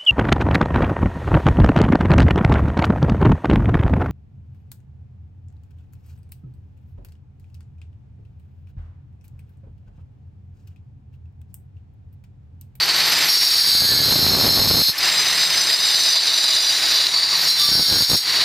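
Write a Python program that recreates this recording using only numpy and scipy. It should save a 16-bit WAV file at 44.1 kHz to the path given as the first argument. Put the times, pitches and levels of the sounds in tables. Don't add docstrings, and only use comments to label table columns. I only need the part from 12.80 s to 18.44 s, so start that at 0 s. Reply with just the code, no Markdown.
import sys
import numpy as np
from scipy import signal
from scipy.fft import rfft, irfft, next_fast_len
from scipy.io import wavfile
from scipy.ndimage import uniform_filter1d, minimum_filter1d

SR = 44100
rng = np.random.default_rng(int(sys.argv[2]) if len(sys.argv) > 2 else 0)


def dump(signal):
    limited = np.clip(np.atleast_2d(signal).T, -1, 1)
    pcm = np.round(limited * 32767).astype(np.int16)
    wavfile.write(sys.argv[1], SR, pcm)


N = 248724
TIME = np.arange(N) / SR

# (frequency [Hz], level [dB])
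STONE_HISS = [(100, -6), (600, -20), (1500, -6), (2800, -2.5), (4300, 10), (5800, -2.5), (7500, -8.5),
              (10000, 0.5), (12500, -3.5), (15500, 0.5)]
# (middle [s], length [s], sizzle [dB], grinding [dB])
RIM_BRUSHES = [(.04, 0.065, -33.5, -55), (0.184, 0.056, -31, -50), (0.286, 0.095, -29, -48),
               (0.483, 0.15, -29.5, -31), (2.187, 0.016, -32, -12.5), (4.15, 0.17, -38, -44),
               (4.63, 0.15, -41, -21), (5.494, 0.22, -52, -27)]


def amp(db):
    return 10 ** (np.asarray(db) / 20)


def unit(x):
    return x / np.sqrt(np.mean(abs(x) ** 2) + 1e-20)


def curves(rows):
    times, *columns = np.transpose(rows)
    return [np.interp(TIME, times, column) for column in columns]


def swell(middle_s, length_s):
    return np.exp(-(2 * (TIME - middle_s) / length_s) ** 2)


def spectrum(points, hz):
    table_hz, db = np.transpose(points)
    return amp(np.interp(np.log(hz + 1), np.log(table_hz), db))


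def noise(points):
    size = next_fast_len(N)
    gain = spectrum(points, np.fft.rfftfreq(size, 1 / SR))
    return unit(irfft(rfft(rng.standard_normal(size)) * gain, size)[:N])


def wander(rate_hz):
    lowpass = signal.butter(2, rate_hz, fs=SR, output="sos")
    return unit(signal.sosfilt(lowpass, rng.standard_normal(N)))


def ring(hz, width_hz, steady=0):
    angle = 2 * np.pi * np.cumsum(hz * np.ones(N)) / SR
    swing = wander(width_hz / 2) + 1j * wander(width_hz / 2)
    swing = swing / (abs(swing) + 0.22) ** steady
    return unit((swing * np.exp(1j * angle)).real)


def click(points, size=2048):
    log_gain = np.log(spectrum(points, abs(np.fft.fftfreq(size, 1 / SR))))
    pulse = np.fft.ifft(np.exp(np.conj(signal.hilbert(log_gain)))).real
    return pulse / np.linalg.norm(pulse)


def machine(touch, gears_db=3):
    # (time [s], fan [dB], blade [dB])
    running_levels = [(0, -21.5, -40), (.43, -20, -32.5), (.7, -22, -48), (1.3, -20.5, -32),
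                      (2.16, -20.5, -37.5), (2.29, -21.5, -33), (2.85, -24, -31.5), (3.25, -26.5, -29.5),
                      (3.42, -25.5, -33), (3.8, -27.5, -31), (4.13, -23.5, -33), (4.38, -27, -34.5),
                      (4.65, -24.5, -35), (5.64, -22.5, -37.5)]
    # (frequency [Hz], level [dB])
    fan_air = [(30, -25), (100, -10.5), (220, -16.5), (320, -8.5), (550, -10), (850, -4.5), (1400, -3.5),
               (1900, 2), (2500, -0.5), (3200, -1), (5300, -2), (7000, -11.5), (10000, -15.5),
               (15500, -18.5)]
    # (pitch [Hz], width [Hz], calm [dB], chattering [dB])
    guard_notes = [(3725, 240, -3, -16.5), (4062, 240, -0.5, -7), (4430, 160, -5.5, -1.5),
                   (4577, 220, -5.5, 1), (4985, 370, -6, -10.5), (2905, 74, -13.5, -51),
                   (2110, 200, -29, -16.5), (660, 40, -21, -54), (1074, 220, -42, -14)]
    # (middle [s], length [s], level [dB], looseness [0-1])
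    rattle_bouts = [(0.012, 0.076, -20.5, 1), (0.104, .035, -23, 1), (0.205, 0.22, -27, 1),
                    (3.383, 0.075, -21, 0.56), (3.532, 0.17, -30.5, 0.3), (3.74, 0.16, -34, 0),
                    (4.167, 0.15, -23.5, 0.15), (4.365, 0.068, -21, 1), (4.443, 0.068, -24, 0.9),
                    (4.53, 0.087, -25, 0.95), (4.682, 0.47, -28, 1), (5.478, 0.069, -22, 0.6),
                    (5.6, .14, -21.5, 0.45)]
    # (pitch at drift 0 [Hz], pitch at drift 1 [Hz], width [Hz], level [dB])
    blade_notes = [(3710, 3400, 21, -3), (3780, 3835, 23, 2), (4064, 4020, 20.5, 4.5), (4350, 4480, 20, 2),
                   (4965, 4740, 22.7, 8), (5130, 5420, 33, 1), (6080, 5760, 33, 1.5),
                   (6110, 6580, 35, -6.5), (7510, 7000, 65, -2), (8350, 8150, 160, -10.5),
                   (8480, 8750, 390, -10), (9700, 9250, 420, -6.5), (11700, 11050, 260, -12),
                   (9840, 10480, 100, -17), (13450, 13200, 700, -13), (15400, 14700, 130, -15)]
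    # (time [s], drift [no unit])
    blade_drift = [(0, 0.16), (.35, 0.09), (2.2, .2), (2.55, 0), (3.5, .5), (4.3, .86), (5.64, 1.2)]
    air_db, blade_db = curves(running_levels)
    drift, = curves(blade_drift)
    calm, chatter = amp(blade_db + gears_db), np.zeros(N)
    for middle, length, db, looseness in rattle_bouts:
        bout = amp(db) * swell(middle, length)
        calm += (1 - looseness) * bout
        chatter += looseness * bout
    rattle, grain = wander(35), wander(600)
    air = noise(fan_air) * amp(air_db + 1.07 * rattle + 0.68 * wander(600) - 3.3 * touch)
    gears = sum((amp(calm_db) * calm + amp(chatter_db) * chatter) * ring(hz, width, steady=0.16)
                for hz, width, calm_db, chatter_db in guard_notes)
    gears *= amp(1.36 * rattle + 1.7 * grain - 9 * touch)
    blade = sum(amp(db) * ring(from_hz + (to_hz - from_hz) * drift, width, steady=0.2)
                for from_hz, to_hz, width, db in blade_notes)
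    blade *= 1 + 0.17 * wander(105)
    blade *= amp(blade_db + 0.59 * rattle - 3.2 * touch)
    return air + gears + blade


def motor(turn_hz, whine_level):
    # (time [s], pitch [Hz])
    hum_pitch = [(0, 161), (.4, 169.5), (.9, 141), (2.6, 163), (3.4, 120), (4.2, 120), (4.6, 167),
                 (5.64, 151)]
    # (frequency [Hz], level [dB])
    whine_tone = [(1200, -20.5), (1470, -12.5), (1750, -9.5), (2000, -40), (2180, -7.5), (2500, -67),
                  (3100, -13.5), (3600, -8), (4100, 3), (4550, 2.5), (4850, 3), (5300, -15)]
    angle = 2 * np.pi * np.cumsum(turn_hz * (1 + 0.00114 * wander(24.3))) / SR
    whine = np.zeros(N)
    for overtone in range(7, 33):
        level = spectrum(whine_tone, overtone * turn_hz) * amp(2 * wander(6))
        whine += level * np.sin(overtone * angle + 2 * np.pi * rng.random())
    hum_hz, = curves(hum_pitch)
    hum = np.sin(2 * np.pi * np.cumsum(hum_hz * (1 + 0.028 * wander(23.6))) / SR)
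    hum_db = -45 + 0.35 * (hum_hz - 166) + 1.9 * wander(14)
    return whine * whine_level + hum * amp(hum_db)


def rubbing():
    # (middle [s], length [s], pitch [Hz], level [dB])
    squeals = [(1.107, 0.063, 1760, -25), (2.146, 0.02, 1754, -22), (4.722, 0.089, 4097, -15.5),
               (4.85, 0.16, 3580, -22), (4.858, .11, 1182, -30.5)]
    brush = sum(amp(db) * swell(middle, length) for middle, length, db, _ in RIM_BRUSHES)
    sound = ring(11820, width_hz=520) * brush * amp(2.8 * wander(60))
    for middle, length, hz, db in squeals:
        flat_swell = np.exp(-(2 * (TIME - middle) / length) ** 4)
        sound += amp(db) * flat_swell * ring(hz, width_hz=38, steady=1.0)
    return sound


def cutting():
    # (start [s], end [s], first level [dB], growth [dB/s],
    # sinking speed [depth/s], fade [dB/s], first speed [turns/s], delay to the whine's swell [s])
    cuts = [(.48, 2.103, -11.5, 4.5, .72, 480, 179, 0.63), (4.672, 5.385, -12.5, 12, 0.21, 298, 171, 0.43)]
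    # (middle [s], length [s], dip [dB])
    slips = [(4.76, 0.075, -8.5), (5.275, 0.039, -6.5)]
    attack_s, bite_s = 0.02, 0.2
    lost_turns_per_s, slowing_s = 32, 0.645
    strength, depth, turn_hz, whine_level = np.zeros((4, N))
    grip = amp(sum(db * swell(middle, length) for middle, length, db in slips))
    for start, end, db, growth, sink_speed, fade, entry_hz, whine_delay in cuts:
        age, begun = np.clip(TIME - start, 0, end - start), TIME >= start
        ring_out = amp(-fade * np.maximum(TIME - end, 0))
        contact = grip * np.minimum(age / attack_s, 1) * ring_out
        strength += contact * amp(db + growth * age)
        whine_level += contact * amp(-35 + 16 * swell(start + whine_delay, length_s=0.69))
        depth = np.where(begun, np.clip(sink_speed * (age - bite_s), 0, 1), depth)
        slowing = 1 - np.exp(-(age / slowing_s) ** 3.5)
        turn_hz = np.where(begun, entry_hz - lost_turns_per_s * slowing, turn_hz)
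    strength += sum(amp(db) * swell(middle, length) for middle, length, _, db in RIM_BRUSHES)
    return strength, depth, turn_hz, whine_level


def grinding(strength, depth):
    # (pitch [Hz], drop at depth 1 [share of pitch], width [Hz],
    # level when touching [dB], when biting [dB], when deep [dB])
    shriek_notes = [(3764, -0.0066, 310, -14, -13, -14), (4150, -0.0087, 244, -9.5, -3.5, -4),
                    (4430, -0.0077, 270, -16, -35, -14.5), (4657, -.008, 240, -4, -2, -9.5),
                    (5467, 0.037, 190, -5.5, -11.5, -7.5), (6190, -0.0053, 300, -29, -22, -24),
                    (6677, 0.052, 150, -16.5, -13, -19), (7260, 0.074, 190, -30, -31, -22.5),
                    (8120, .04, 127, -20, -16, -23.5), (8450, 0, 300, -33, -25, -31),
                    (9400, 0.0051, 72, -24, -20.5, -24.5), (9940, 0.0097, 310, -23, -18, -29),
                    (10900, -0.026, 120, -20, -15.5, -24), (11760, 0.035, 360, -23, -36, -32),
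                    (11750, -0.023, 300, -30, -16, -29), (12850, 0.026, 620, -31, -11, -12.5),
                    (12970, 0.029, 220, -19.5, -20, -34), (13450, -0.039, 350, -41, -25, -21),
                    (14600, .003, 120, -32, -16, -36), (15000, .005, 280, -25, -26, -41),
                    (15700, 0, 150, -38, -38, -38)]
    stage_depths = [0.018, 0.26, 0.57]
    shriek = np.zeros(N)
    for start_hz, drop, width, *stage_db in shriek_notes:
        hz = start_hz * (1 - drop * depth)
        core = 0.62 * ring(hz, width * 0.3, steady=0.46)
        smear = 0.52 * ring(hz, width * 1.5, steady=0.26)
        shriek += amp(np.interp(depth, stage_depths, stage_db)) * (core + smear)
    hiss = noise(STONE_HISS) * amp(-14.5 + 1.1 * depth + 4.0 * wander(320))
    return (shriek + hiss) * strength * amp(0.28 * wander(150))


def dust_spray(rise_share=0.47, release_s=0.0065):
    # (start [s], end [s], level [dB])
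    dust_jets = [(0.655, 2.017, -17), (2.072, 2.097, -22), (4.762, 5.223, -23.5), (5.273, 5.352, -15)]
    # (frequency [Hz], level [dB])
    puff_tone = [(20, -19), (60, -6.5), (110, -1), (200, -4.5), (400, -9), (800, -13), (1500, -17),
                 (4000, -24), (12000, -46)]
    # (time [s], peak [dB])
    big_puffs = [(0.951, -8), (1.022, -5), (1.043, -6), (1.142, -22), (1.23, -12), (1.324, -4), (1.359, -4),
                 (1.466, -7), (1.551, 1), (4.889, -9), (4.955, -6), (4.997, -2), (5.127, -2), (5.332, -1)]
    jet = np.zeros(N)
    for start, end, db in dust_jets:
        build_up = np.maximum(TIME - start, 0) / (rise_share * (end - start))
        release = np.exp(-np.maximum(TIME - end, 0) / release_s)
        jet += amp(db) * (1 - np.exp(-build_up ** 2)) * release
    puffs_per_s = 25 + 1700 * jet
    puff = click(puff_tone)
    hits = (rng.random(N) < puffs_per_s / SR) * rng.choice([-1, 1], N)
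    sizes = rng.uniform(0.4, 1.98, N) * np.sqrt(SR / puffs_per_s)
    push = (0.84 * hits * sizes + 0.5 * rng.standard_normal(N)) * jet
    for time, db in big_puffs:
        push[round(time * SR)] += rng.choice([-1, 1]) * amp(db) / abs(puff).max()
    return signal.oaconvolve(push, puff)[:N]


def chips(decay_s=0.003):
    # (time [s], level [dB])
    chip_hits = [(4.268, -2), (4.674, -14), (4.691, -8)]
    level = sum(amp(db) * (TIME >= time) * np.exp(-abs(TIME - time) / decay_s) for time, db in chip_hits)
    return level * (0.11 * noise(STONE_HISS) + 0.7 * ring(4400, width_hz=1020, steady=0.85))


def scene():
    strength, depth, turn_hz, whine_level = cutting()
    touch = np.clip(strength * amp(7.5), 0, 1)
    tool = machine(touch) + grinding(strength, depth) + rubbing() + motor(turn_hz, whine_level)
    mono = tool + dust_spray() + chips()
    return np.array([mono, mono])


def record(dry, ceiling_db=-14.5, hold_s=0.045, recover_db_per_s=110, top_hz=15550):
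    power_db = 10 * np.log10(abs(uniform_filter1d(dry[0] ** 2, size=400)) + 1e-12)
    over_db = np.maximum(power_db - ceiling_db, 0)
    half_hold = int(hold_s * SR / 2)
    held_db = -minimum_filter1d(-over_db, 2 * half_hold + 1, origin=half_hold)
    recovery_db = TIME * recover_db_per_s
    turn_down_db = np.maximum.accumulate(held_db + recovery_db) - recovery_db
    gain = amp(-uniform_filter1d(turn_down_db, size=200))
    lowpass = signal.firwin(511, top_hz, window=("kaiser", 9), fs=SR)
    return signal.oaconvolve(dry * gain, lowpass[None], "same")


dry = scene()
out = record(dry)
dump(out)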